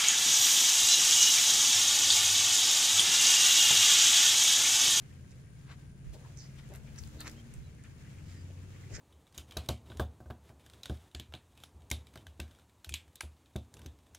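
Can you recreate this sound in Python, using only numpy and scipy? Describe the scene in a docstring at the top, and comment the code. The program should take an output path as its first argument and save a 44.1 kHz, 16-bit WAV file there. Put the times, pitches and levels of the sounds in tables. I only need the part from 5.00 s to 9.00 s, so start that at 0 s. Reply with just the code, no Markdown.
"""A maize field, heard from among the plants on a two-port stereo microphone. Close by, someone moves
slowly through: long leaves stick and slip over each other and over clothing, dry bits snap, feet press
soft soil. A breeze stirs the crop all around and rumbles on the microphone. Insects hiss off to the
left, a small bird whistles faintly, and far away, beside a thin buzz, one engine idles while another
gathers speed."""
import sys
import numpy as np
from scipy import signal
from scipy.fft import rfft, irfft
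from scipy.io import wavfile
from scipy.ndimage import uniform_filter1d

SR = 44100
rng = np.random.default_rng(int(sys.argv[2]) if len(sys.argv) > 2 else 0)


def transcribe(signal):
    """Save signal, clipped to [-1, 1], as a 16-bit WAV file at the path in sys.argv[1]."""
    frames = np.atleast_2d(signal).T
    limited = np.clip(frames, -1, 1)
    pcm = np.round(limited * 32767).astype(np.int16)
    wavfile.write(sys.argv[1], SR, pcm)


N = 176400

# Leaves sliding close to the microphone
# (peak time [s], rise [s], fall [s], level [dB], centre [Hz], width [octaves], left-right [dB])
LEAF_SLIDES = [(.318, 0.021, 0.017, -65.5, 5470, 0.54, -1), (0.719, .032, 0.02, -54, 1640, 0.8, 1),
               (1.141, 0.011, 0.02, -57.5, 4870, 0.94, 3.5), (1.25, 0.012, 0.027, -59.5, 1010, 0.51, 1),
               (1.388, 0.012, 0.012, -56.5, 6000, .11, -3), (1.41, 0.023, 0.051, -55.5, 5300, 0.21, 1.5),
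               (1.589, 0.012, 0.022, -58.5, 2180, 0.98, 5.5), (1.751, 0.025, 0.024, -58.5, 1630, 1.04, 0),
               (1.757, 0.011, 0.013, -62, 11800, 0.063, 6), (1.88, 0.013, 0.021, -62.5, 2090, 0.44, 0),
               (1.987, 0.0096, 0.015, -52.5, 5850, 0.18, 6), (1.987, 0.023, 0.0076, -59, 1730, 0.5, 5),
               (2.04, 0.079, 0.029, -62, 7500, 1.3, 3), (2.207, 0.003, 0.014, -55, 12600, 0.15, 2),
               (2.28, 0.11, 0.072, -68.5, 12700, 0.18, 4), (2.213, 0.017, 0.013, -50.5, 4070, 0.14, 0),
               (2.213, 0.011, 0.0086, -52, 1220, 0.94, -1.5), (2.269, 0.03, 0.015, -49, 1280, 0.79, -3),
               (2.275, 0.017, 0.01, -52, 5600, 0.27, 3), (2.848, 0.01, 0.026, -60.5, 1900, 0.54, -1),
               (3.32, 0.066, 0.091, -63.5, 4540, 0.71, -1.5),
               (3.957, 0.022, 0.014, -48.5, 5680, 0.27, -7.5), (3.959, 0.024, 0.018, -50.5, 1980, 0.34, -1),
               (3.995, 0.0073, .02, -56, 1680, 0.19, -4)]
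# Dry fibres and stalks snapping nearby (time [s], relative level [dB], centre [Hz], left-right [dB])
STALK_SNAPS = [(1.140, -39, 420, 0), (1.141, -52, 6000, 7), (1.3735, -39, 6600, -13),
               (1.690, -40.5, 7900, 2), (1.738, -35, 9800, -9), (1.75, -34, 8000, 5),
               (1.7590, -34, 9200, -6), (1.9604, -39, 5500, 8), (1.9866, -32.5, 5800, -12),
               (2.037, -33, 4160, 12), (2.0747, -35, 6160, 6), (2.2042, -28, 10000, 2),
               (2.2058, -24, 7450, 0.5), (2.214, -31, 3700, 3), (2.2714, -23, 1850, 0),
               (2.2791, -27, 1600, -2), (2.2778, -21.5, 5000, 0), (2.2944, -35.5, 2470, -3),
               (2.2970, -30, 6760, 2), (2.3152, -35.5, 6750, 10), (2.539, -30, 7800, -1),
               (2.838, -39.5, 6440, -9), (3.909, -42, 380, 2)]
SNAP_DB, SNAP_OCTAVES, SNAP_DECAY_S, SNAP_TAIL_DB, SNAP_TAIL_S = -14.5, 0.47, 0.0013, -20.5, 0.029
# Feet scuffing the soil (time [s], level [dB], centre [Hz])
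FOOT_SCUFFS = [(0.703, -65.5, 620), (1.148, -56.5, 470), (1.713, -56, 460), (2.161, -60.5, 420),
               (2.275, -65, 450), (3.502, -65.5, 480), (3.91, -55.5, 353), (3.985, -56.5, 387)]
SCUFF_RISE_S, SCUFF_FALL_S, SETTLE_DB, SETTLE_S = 0.012, 0.018, -6.5, 0.2
# Papery midrange rustle of the crop all around (time [s], level [dB])
RUSTLE_LEVELS = [(0, -65.5), (.3, -69), (.55, -71), (1.0, -71.5), (1.2, -67), (1.45, -65.5), (1.8, -65.5),
                 (2.1, -76), (2.35, -65.5), (2.65, -64.5), (2.9, -67.5), (3.2, -60), (3.35, -62),
                 (3.55, -68), (3.8, -59), (4, -65)]
# Spectrum of that rustle (frequency [Hz], relative level [dB])
RUSTLE_SPECTRUM = [(300, 13), (550, 4.5), (1100, -4), (1550, -1), (2300, 3), (3300, -5), (5000, -61),
                   (10000, -39)]
# Fine treble crackle of the crop (time [s], level [dB])
CRACKLE_LEVELS = [(0, -66.5), (.5, -70), (.75, -67.5), (1.0, -71.5), (1.25, -64), (1.6, -64), (1.85, -67.5),
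                  (2.0, -62.5), (2.5, -65.5), (2.75, -68.5), (3.05, -65.5), (3.55, -66), (3.82, -64.5),
                  (4, -59.5)]
# Spectrum of that crackle (frequency [Hz], relative level [dB])
CRACKLE_SPECTRUM = [(1500, 5), (3500, 2), (5000, 0.5), (6800, 1.5), (8500, -6), (10400, -12), (11600, -8),
                    (16000, -12.5)]
CHAFE_HZ, CHAFE_SCATTER_OCTAVES, CHAFE_S, CHAFE_RELATIVE_DB = 2100, 0.17, 0.011, -5
# Puffs of air on the microphone (peak time [s], rise and fall [s], level [dB], left-right [dB])
WIND_PUFFS = [(1.092, 0.041, -43, -9.5), (1.855, 0.25, -54.5, 7), (2.051, 0.025, -45, 17.5),
              (2.58, 0.066, -44, -4), (3.95, 0.032, -47.5, 15.5)]
# Wind rumble on the microphone (frequency [Hz], relative level [dB])
RUMBLE_SPECTRUM = [(20, -8.5), (35, -35), (55, 1), (80, 0.5), (120, 1), (165, -7), (240, -12), (330, -18.5),
                   (480, -23), (800, -37.5), (2000, -64)]
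# How much of the rumble the two ports share (frequency [Hz], correlation [0-1])
RUMBLE_CORRELATION = [(30, 0.27), (60, 0.76), (130, 0.94), (300, 0.68), (600, 0.74)]
# Far hiss of open air over the field (frequency [Hz], relative level [dB])
AIR_SPECTRUM = [(400, 2), (1000, 3), (1600, 5), (3500, -5.5), (6500, -7), (8500, -14), (11000, -20),
                (15500, -13)]
RUMBLE_DB, AIR_DB = -51, -75.5
# Distant idling engine (multiple of the turning rate [number], level [dB])
IDLE_HARMONICS = [(8, -56), (9, -62), (10, -68.5), (11, -77), (12, -76)]
IDLE_HZ = 16.8
# Distant engine gathering speed
# (time [s], firing rate [Hz], harmonic 1 [dB], harmonic 3 [dB], harmonic 4 [dB])
ENGINE_CLIMB = [(1.4, 69.67, -85, -72.5, -88), (1.8, 71.54, -60, -59.5, -87), (2.25, 76.89, -55, -59, -61),
                (2.55, 78.86, -77, -63.5, -76), (2.8, 80.2, -55.5, -97, -91),
                (3.4, 89.5, -50, -63.5, -74.5), (3.8, 94.23, -48, -71.5, -74), (4, 97.9, -60, -69, -63)]
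# Notes of a small bird (time [s], length [s], pitch [Hz], level [dB], scoop depth [fraction of pitch])
BIRD_NOTES = [(2.344, 0.068, 3160, -68.5, 0.34), (2.628, 0.057, 4020, -75, 0.01),
              (3.363, 0.067, 4850, -74, 0)]
BIRD_SCOOP_S, BIRD_EDGE_S = 0.034, 0.006
# Insect chorus off to the left (pitch [Hz], starting level [dB])
INSECT_BANDS = [(9600, -81), (9200, -87.5)]
INSECT_PAN_DB, INSECT_FADE_DB_PER_S = 8.5, 0.23
BUZZ_HZ, BUZZ_DB, BUZZ_FADE_DB_PER_S = 1584, -75.5, 3
# Balance between the microphone's ports (frequency [Hz], left-right [dB])
PORT_BALANCE = [(60, 1), (250, 1.5), (600, 3.5), (1400, 5.5), (2600, 5), (4000, 0.5), (6000, -3.5),
                (7600, -13.5), (9300, 4), (12000, 2)]
PORT_LAG_S, TOP_CUT_HZ = 4.3e-5, 15700


def sliding_leaves():
    """Close up, each sliding leaf turns a run of tiny slips into its own band of sound."""
    out = np.zeros((2, N))
    friction = pair(lambda: slips(per_s=3900, spread_db=4), likeness=0.65)
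    for at, rise, fall, db, hz, octaves, side in LEAF_SLIDES:
        start = int(np.clip(at * SR - SR // 2, 0, N - SR))
        span = slice(start, start + SR)
        leaf = band(blade(friction[:, span]), hz, octaves)
        out[:, span] += leaf * swell(at, rise, fall)[span] * undb(db) * pan(side)
    return out


def slips(per_s, spread_db, cap_db=14):
    """Stick-slip friction: tiny clicks of uneven size over a smooth hiss."""
    size = undb(np.minimum(spread_db * rng.exponential(size=N), cap_db))
    clicks = (rng.random(N) < per_s / SR) * size * rng.choice([-1, 1], N)
    return unit(clicks) + 0.31 * noise()


def blade(x, gap_hz=130, ripple_db=2.5):
    """A leaf blade has many irregular resonances; each leaf has its own."""
    n, knots = x.shape[-1], np.arange(0, SR, gap_hz)
    ripple = np.interp(np.fft.rfftfreq(n, 1 / SR), knots, noise(len(knots)))
    return irfft(rfft(x) * undb(ripple_db * ripple), n)


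def snapping_stalks():
    """A sharp, near crack in both ports, with a short diffuse scatter from the plants around."""
    n = SR // 10
    out, t = np.zeros((2, N + n)), np.arange(n) / SR
    decay = np.exp(-t / SNAP_DECAY_S)
    for at, db, hz, side in STALK_SNAPS:
        burst = band(pair(lambda: noise(n), likeness=0.75), hz, SNAP_OCTAVES)
        crack = unit(burst * decay) * np.sqrt(np.mean(decay ** 2))
        diffuse = band(pair(lambda: noise(n), likeness=0), hz, SNAP_OCTAVES)
        scatter = diffuse * undb(SNAP_TAIL_DB) * np.exp(-t / SNAP_TAIL_S)
        start = int(at * SR)
        out[:, start:start + n] += (crack + scatter) * undb(db + SNAP_DB) * pan(side)
    return out[:, :N]


def footsteps():
    """Dull crunches underfoot; soil and litter go on settling under the weight."""
    out = np.zeros((2, N))
    soil = pair(lambda: slips(per_s=1100, spread_db=1.5), likeness=0.8)
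    for at, db, hz in FOOT_SCUFFS:
        press = swell(at, SCUFF_RISE_S, SCUFF_FALL_S)
        settle = undb(SETTLE_DB) * swell(at, SCUFF_RISE_S, SETTLE_S)
        out += band(soil, hz, octaves=0.52) * (press + settle) * undb(db)
    return out


def stirring_crop():
    """All around, many leaves stir in turn: a papery rustle and a finer crackle, both fluttering."""
    stirring = np.zeros((2, N))
    for _ in range(4):
        friction = pair(lambda: slips(per_s=2500, spread_db=-1), likeness=0.19)
        stirring += blade(friction) * undb(2.7 * waver(27.94))
    rustle = colour(stirring, RUSTLE_SPECTRUM) + chafing_edges()
    ticks = pair(lambda: slips(per_s=2500, spread_db=1.5), likeness=0.035)
    crackle = colour(ticks, CRACKLE_SPECTRUM)
    crackle_db = curve(CRACKLE_LEVELS) + 0.9 * waver(27.51)
    return rustle * undb(curve(RUSTLE_LEVELS)) + crackle * undb(crackle_db)


def chafing_edges(count=85):
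    """Leaf edges nearby chafe briefly at random, each at its own pitch."""
    n = SR // 10
    out, t = np.zeros((2, N + n)), np.arange(n) / SR
    contact = np.exp(-((t - t.mean()) / CHAFE_S) ** 2)
    for k, (jitter, pitch, size_db, side) in enumerate(noise((count, 4))):
        start = int((k + jitter) * N / count) % N
        chafe = band(noise(n), CHAFE_HZ * 2 ** (CHAFE_SCATTER_OCTAVES * pitch), octaves=0.2)
        out[:, start:start + n] += chafe * contact * undb(CHAFE_RELATIVE_DB + size_db) * pan(2 * side)
    return out[:, :N]


def wind():
    """The breeze rumbles on the microphone and strikes one side in puffs, over a faint far hiss."""
    shared = np.clip(over_hz(RUMBLE_CORRELATION, N), 0, 1)
    buffeting = irfft(np.sqrt(shared) * rfft(noise()) + np.sqrt(1 - shared) * rfft(noise((2, N))), N)
    hiss = colour(pair(noise, likeness=0.043), AIR_SPECTRUM) * undb(AIR_DB)
    eddies = band(noise((2, N)), hz=63, octaves=0.64)
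    puffs = sum(swell(at, edge, edge) * undb(db) * pan(side) for at, edge, db, side in WIND_PUFFS)
    rumble = colour(buffeting, RUMBLE_SPECTRUM) * undb(RUMBLE_DB + 0.5 * waver(3.4))
    return rumble + hiss + eddies * puffs


def idling_engine():
    """A far engine idles; only its low harmonics reach the microphone, wavering in the air."""
    phase = phase_of(IDLE_HZ * (1 + 0.0022 * waver(3.07)))
    return np.sqrt(2) * sum(undb(db + 1.4 * waver(4.06)) * np.sin(k * phase) for k, db in IDLE_HARMONICS)


def climbing_engine():
    """A second far engine gathers speed; three low harmonics rise with its firing rate."""
    phase = phase_of(curve(ENGINE_CLIMB) * (1 + 0.00486 * waver(10)))
    out = np.zeros(N)
    for harmonic, column in ((1, 2), (3, 3), (4, 4)):
        db = curve(ENGINE_CLIMB, column) + 2.2 * waver(8.1)
        out += np.sqrt(2) * undb(db) * np.sin(harmonic * phase)
    return out


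def bird():
    """Faint whistles that start at once and hold their pitch; the first scoops up to it."""
    out = np.zeros(N)
    for at, length, hz, db, scoop in BIRD_NOTES:
        t = np.clip(clock() - at, 0, length)
        sweep = np.maximum(1 - t / BIRD_SCOOP_S, 0) ** 2
        pitch = hz * (1 - scoop * sweep) * (1 + 0.011 * waver(300))
        hold = np.minimum(np.minimum(t, length - t) / BIRD_EDGE_S, 1)
        out += undb(db + 2 * waver(100)) * np.sqrt(2) * hold * np.sin(phase_of(pitch))
    return out


def insects():
    """A thin, wavering chorus on two close pitches, left of the microphone."""
    chorus = np.zeros((2, N))
    for hz, db in INSECT_BANDS:
        chorus += band(pair(noise, likeness=0.11), hz, octaves=0.032) * undb(db + 0.53 * waver(29.54))
    return chorus * undb(-INSECT_FADE_DB_PER_S * clock()) * pan(INSECT_PAN_DB)


def far_buzz():
    """A thin, diffuse buzz far behind the rustle, fading as the walker moves on."""
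    return band(noise((2, N)), BUZZ_HZ, octaves=0.045) * undb(BUZZ_DB - BUZZ_FADE_DB_PER_S * clock())


def from_the_right(x):
    """Near sounds reach the right port first and the left a moment later."""
    delay = np.exp(-2j * np.pi * np.fft.rfftfreq(N, 1 / SR) * PORT_LAG_S)
    return np.array([irfft(rfft(x[0]) * delay, N), x[1]])


def undb(db):
    """Decibels to gain."""
    return 10 ** (np.asarray(db) / 20)


def unit(x):
    """Scale to rms 1."""
    return x / np.sqrt(np.mean(x ** 2))


def pan(db):
    """Channel gains for a left-right difference; positive is left."""
    return undb(np.array([[db], [-db]]) / 2)


def clock():
    """Time of each sample."""
    return np.arange(N) / SR


def phase_of(hz):
    """Running phase of a changing pitch."""
    return 2 * np.pi * np.cumsum(hz) / SR


def noise(shape=N):
    """White noise."""
    return rng.standard_normal(shape)


def curve(rows, column=1):
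    """One column of a table, joined by straight lines in time."""
    rows = np.array(rows)
    return np.interp(clock(), rows[:, 0], rows[:, column])


def over_hz(points, n):
    """A table over frequency, read at each bin."""
    hz, values = np.array(points).T
    return np.interp(np.log(np.fft.rfftfreq(n, 1 / SR) + 1), np.log(hz), values)


def colour(x, points):
    """Give a sound a spectrum; rms 1."""
    return unit(irfft(rfft(x) * undb(over_hz(points, N)), N))


def band(x, hz, octaves, skirt=3.2):
    """A resonance with soft skirts; rms 1."""
    n = x.shape[-1]
    away = np.log2((np.fft.rfftfreq(n, 1 / SR) + 1) / hz) / octaves
    return unit(irfft(rfft(x) * (1 + away ** 2 / (2 * skirt)) ** -skirt, n))


def pair(draw, likeness):
    """Two channels that share a fraction of their power."""
    return np.sqrt(likeness) * draw() + np.sqrt(1 - likeness) * np.array([draw(), draw()])


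def waver(per_s):
    """Smooth random drift with a spread near 1."""
    steps = np.interp(clock() * per_s, np.arange(2048), noise(2048))
    return uniform_filter1d(steps, int(SR / per_s) // 2 + 1) * np.sqrt(2)


def swell(at, rise, fall):
    """An envelope that builds to a peak and lets go."""
    t = clock() - at
    away = np.where(t < 0, -t / rise, t / fall)
    return np.exp(-np.minimum(away ** 1.3, 20))


def scene():
    """The walker close to the microphone, the crop and breeze around, the distance behind."""
    walker = from_the_right(sliding_leaves() + snapping_stalks()) + footsteps()
    field = stirring_crop() + wind()
    return walker + field + idling_engine() + climbing_engine() + insects() + far_buzz() + bird()


def record(dry):
    """The microphone's left port favours the middle, its right 6-8 kHz; the top is cut steeply."""
    tilt_db = over_hz(PORT_BALANCE, N) / 2
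    heard = irfft(rfft(dry) * undb(np.array([tilt_db, -tilt_db])), N)
    top_cut = signal.ellip(10, 0.2, 80, TOP_CUT_HZ, fs=SR, output="sos")
    return signal.sosfilt(top_cut, heard)


dry = scene()
out = record(dry)
transcribe(out)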